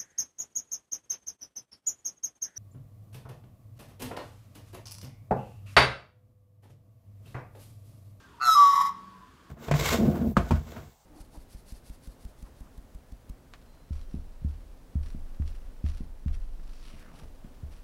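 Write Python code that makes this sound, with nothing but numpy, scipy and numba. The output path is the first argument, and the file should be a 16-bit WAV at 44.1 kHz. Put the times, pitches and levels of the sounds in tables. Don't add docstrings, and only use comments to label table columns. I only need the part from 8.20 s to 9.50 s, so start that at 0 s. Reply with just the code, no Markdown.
import sys
import numpy as np
from scipy import signal
from scipy.io import wavfile
from scipy.ndimage import uniform_filter1d
from numba import njit

SR = 44100
rng = np.random.default_rng(int(sys.argv[2]) if len(sys.argv) > 2 else 0)


def natural_amplitude(level_db):
    exponent = np.asarray(level_db, float) / 20
    return 10 ** exponent


def waveform_to_disk(signal):
    frames = np.transpose(np.atleast_2d(signal))
    scaled = np.clip(frames, -1, 1) * 32767
    samples = np.round(scaled).astype(np.int16)
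    wavfile.write(sys.argv[1], SR, samples)


N = 57330
T = np.arange(N) / SR

# time in seconds, scale of the tract resonances, treble in dB,
# throat in dB, flutter swing of the overtones in rad.
BEAK = [(.2, 1.2, -30, -4, .5), (.235, 1.16, -15, -4, .45), (.27, 1.08, -2, -1, .25),
        (.32, 1.025, 0, -7, .03), (.36, 1.01, 0, -5, .03), (.5, 1, 0, 0, 0), (.56, 1, 0, 4, 0),
        (.72, .99, 0, 8, 0)]
ROOF_HZ = 1117


def rms_one(x):
    return x / np.sqrt(np.mean(x ** 2) + 1e-20)


def in_time(rows):
    seconds, *columns = np.transpose(rows)
    return [np.interp(T, seconds, column) for column in columns]


def drift(rate_hz):
    r = np.exp(-2 * np.pi * rate_hz / SR)
    return rms_one(signal.lfilter([1], [1, -2 * r, r * r], rng.standard_normal(N + SR))[SR:])


def phase_of(hz):
    return 2 * np.pi * np.cumsum(hz) / SR


def gate(start, length, edge):
    return np.clip(np.minimum(T - start, start + length - T) / edge, 0, 1) ** 2


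def band_pass(x, order, low_hz, high_hz):
    return signal.sosfilt(signal.butter(order, [low_hz, high_hz], "band", fs=SR, output="sos"), x)


@njit
def resonate(x, cosw, r):
    y = np.zeros(len(x))
    for i in range(2, len(x)):
        y[i] = (1 - r * r) / 2 * (x[i] - x[i - 2]) + 2 * r * cosw[i] * y[i - 1] - r * r * y[i - 2]
    return y


def cavity(x, hz, width_hz):
    cosw = np.cos(2 * np.pi * hz * np.ones(N) / SR)
    return resonate(x, cosw, np.exp(-np.pi * width_hz / SR))


def town_and_air():
    # frequency in Hz, level in dB.
    spectrum = [(26, 5), (45, 1.5), (249, -3.5), (979, -22.5), (1130, -1), (1990, -24.5), (2480, -17),
                (4910, -27.5), (15500, -38)]
    table_hz, table_db = np.transpose(spectrum)
    edges_hz = 28 * 2 ** np.arange(0, 9.6, .5)
    white = rng.standard_normal((2, N + SR))
    out = 0
    for k, (low, high) in enumerate(zip(edges_hz, edges_hz[1:])):
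        band = band_pass(white[k % 2], 2, low, high)[SR:]
        band_db = np.interp(np.log(low * high) / 2, np.log(table_hz), table_db)
        out = out + natural_amplitude(band_db + 0.47 * drift(2.2)) * band
    return natural_amplitude(-55.5) * rms_one(out)


def rustle():
    start_db, t60_s = -65, .5
    noise = band_pass(rng.standard_normal(N), 2, 1800, 6600)
    return natural_amplitude(start_db - 60 * T / t60_s) * rms_one(noise)


def whistle(start, length, hz, db, wobble_hz=12, edge=.015, flicker_db=2.0):
    level = natural_amplitude(db + flicker_db * drift(37)) * gate(start, length, edge)
    return np.sqrt(2) * level * np.cos(phase_of(hz + wobble_hz * drift(30)))


def echoes(x, t60_s, db, cut_hz, delay_s):
    tail = rng.standard_normal(N) * natural_amplitude(-60 * T / t60_s) * (T > delay_s)
    tail = signal.sosfilt(signal.butter(2, cut_hz, fs=SR, output="sos"), tail)
    tail = tail / np.sqrt(np.sum(tail ** 2))
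    return natural_amplitude(db) * signal.fftconvolve(x, tail)[:N]


def far_birds():
    # start in seconds, length in seconds, frequency in Hz, level in dB.
    far_calls = [
        (-.01, .055, 1580, -64),
        (.055, .04, 1430, -64),
        (.13, .035, 955, -55),
        (.165, .04, 955, -57),
        (.78, .18, 4500, -77),
        (.9, .16, 1015, -59),
        (1.15, .15, 1115, -67),
    ]
    calls = sum(whistle(*row) for row in far_calls)
    return calls + echoes(calls, 0.14, -4.5, 2000, 0.03)


def tract(x):
    # frequency in Hz, width in Hz, level in dB.
    resonances = [(1909, 374, 6), (2617, 190, -6.5), (3320, 480, 4), (3765, 340, 4.5), (5453, 940, 6),
                  (6175, 200, -19.5), (7170, 250, 4.5), (9100, 440, -5.5), (10040, 1500, -6.5),
                  (11440, 1170, 3.5), (14200, 1300, -4)]
    # frequency in Hz, width in Hz, share cut.
    notches = [(4400, 350, .7), (9700, 400, .5), (13300, 1300, .98), (2550, 500, .8)]
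    scale, treble_db, throat_db, _ = in_time(BEAK)
    out = 0
    for k, (hz, width_hz, db) in enumerate(resonances):
        centre_hz = hz * scale if 1 < k < 6 else hz
        level_db = db + treble_db * (k > 3 or k == 2) + throat_db * (k < 1)
        once = cavity(x, centre_hz, width_hz)
        out = out + natural_amplitude(level_db) * cavity(once, centre_hz, width_hz)
    for hz, width_hz, share in notches:
        centre_hz = hz * (scale if hz < 5000 else np.sqrt(scale))
        out = out - share * cavity(out, centre_hz, width_hz)
    return out


def note(rows, swing=0):
    # time in seconds, flutter in Hz, sidebands in dB, roughness 0 to 1.
    flutter_path = [(.2, 138, -3, .3), (.235, 132, -9, .25), (.26, 119, -12, .25), (.295, 135, -18, .2),
                    (.34, 150, -24, .12), (.38, 165, -19, .06), (.42, 181, -23, .05), (.5, 188, -20, .06),
                    (.55, 184, -19, .5), (.72, 180, -12, .6)]
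    # multiple of the flutter, level in dB.
    sidebands = [(-4, -24), (-3, -24), (-2, -22), (-1, 0), (1, -2), (2, -19)]
    hz, tone_db, rasp_db = in_time(rows)
    flutter_hz, side_db, rough = in_time(flutter_path)
    edge_s = .008
    on = gate(rows[0][0] - edge_s / 2, rows[-1][0] - rows[0][0] + 2 * edge_s, edge_s)
    phase = phase_of(hz + 8 * rough * drift(44))
    flutter = phase_of(flutter_hz * (1 + .26 * rough * drift(50)))

    sides = 0
    for k, db in sidebands:
        loss_db = 17.5 * (k > 0) * rough * (swing > 0)
        sides = sides + natural_amplitude(db - loss_db) * np.cos(phase + k * flutter + k * k * swing)
    skirt = cavity(np.cos(phase) * drift(174), 993 * hz / hz[-1], 140)
    tone = np.cos(phase) + natural_amplitude(side_db + 2.4 * rough * drift(23)) * sides + rough * skirt
    shimmer_db = 4.5 * rough * drift(56)
    tone = np.sqrt(2) * natural_amplitude(tone_db + shimmer_db) * tone
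    tone = band_pass(tone, 4, 760, 1900)

    shaken = phase + (swing + in_time(BEAK)[3]) * np.sin(flutter)
    comb = sum(np.cos(n * shaken + n * n) / (1 + (n / 7) ** 4) for n in range(2, 14))
    breath = natural_amplitude(3) * (.3 + rough) * rng.standard_normal(N)
    pulses = np.exp(.3 * np.cos(flutter))
    rasp = tract(pulses * (rms_one(comb) + breath))
    evened = rasp / np.sqrt(uniform_filter1d(rasp ** 2, size=1500))
    lump_db = 3.5 * rough * drift(34)
    return on * (tone + natural_amplitude(rasp_db + 0.01 + lump_db) * evened)


def magpie():
    # time in seconds, pitch in Hz, whistle in dB, rasp in dB.
    high_path = [
        (0.198, 1275, -50, -66),
        (0.216, 1323, -28, -43),
        (0.23, 1342, -25, -35),
        (0.268, 1331, -22, -34),
        (0.286, 1312, -16, -33),
        (0.34, 1286, -20, -28),
        (0.358, 1287, -35, -32),
    ]
    # time in seconds, pitch in Hz, whistle in dB, rasp in dB.
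    low_path = [
        (0.35, 1183, -20.5, -80),
        (0.368, 1165, -14.5, -36.5),
        (0.468, 1130, -12.5, -37.5),
        (0.528, 1118, -22.5, -40.5),
        (0.618, 1118, -20.5, -40.5),
        (0.682, 1117, -31.5, -45.5),
        (0.698, 1121, -30.5, -52),
        (0.722, 1101, -45.5, -62),
    ]
    # start in seconds, length in seconds, frequency in Hz, level in dB.
    croak = (.2, .14, 727, -48)
    side_tone = whistle(*croak, wobble_hz=16, edge=0.014, flicker_db=5.0)
    return note(high_path) + note(low_path, swing=1.05) + side_tone


def roof_ring(x):
    t60_s = .9
    return natural_amplitude(-12) * cavity(x, ROOF_HZ, np.log(1000) / (np.pi * t60_s))


def veranda_and_yard(bird):
    yard = echoes(bird, 0.69, -20, 5300, 0.011)
    yard = yard - .7 * cavity(yard, ROOF_HZ, 50)
    roof = echoes(bird, .08, -18, 6000, .004)
    return yard + roof + roof_ring(bird)


def distant_hum():
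    hum_tone = (.48, .6, 188, -58)
    return whistle(*hum_tone, wobble_hz=2.0, edge=0.099)


def scene():
    background = town_and_air() + rustle() + far_birds() + distant_hum()
    bird = magpie()
    return (background + bird + veranda_and_yard(bird))[None]


def band_limit(x):
    return signal.sosfilt(signal.butter(12, 15640, fs=SR, output="sos"), x)


def record(dry):
    x = signal.sosfilt(signal.butter(4, 44, "high", fs=SR, output="sos"), dry)
    x = signal.sosfilt(signal.ellip(12, .5, 70, 15750, fs=SR, output="sos"), x)
    return band_limit(x)


dry = scene()
out = record(dry)
waveform_to_disk(out)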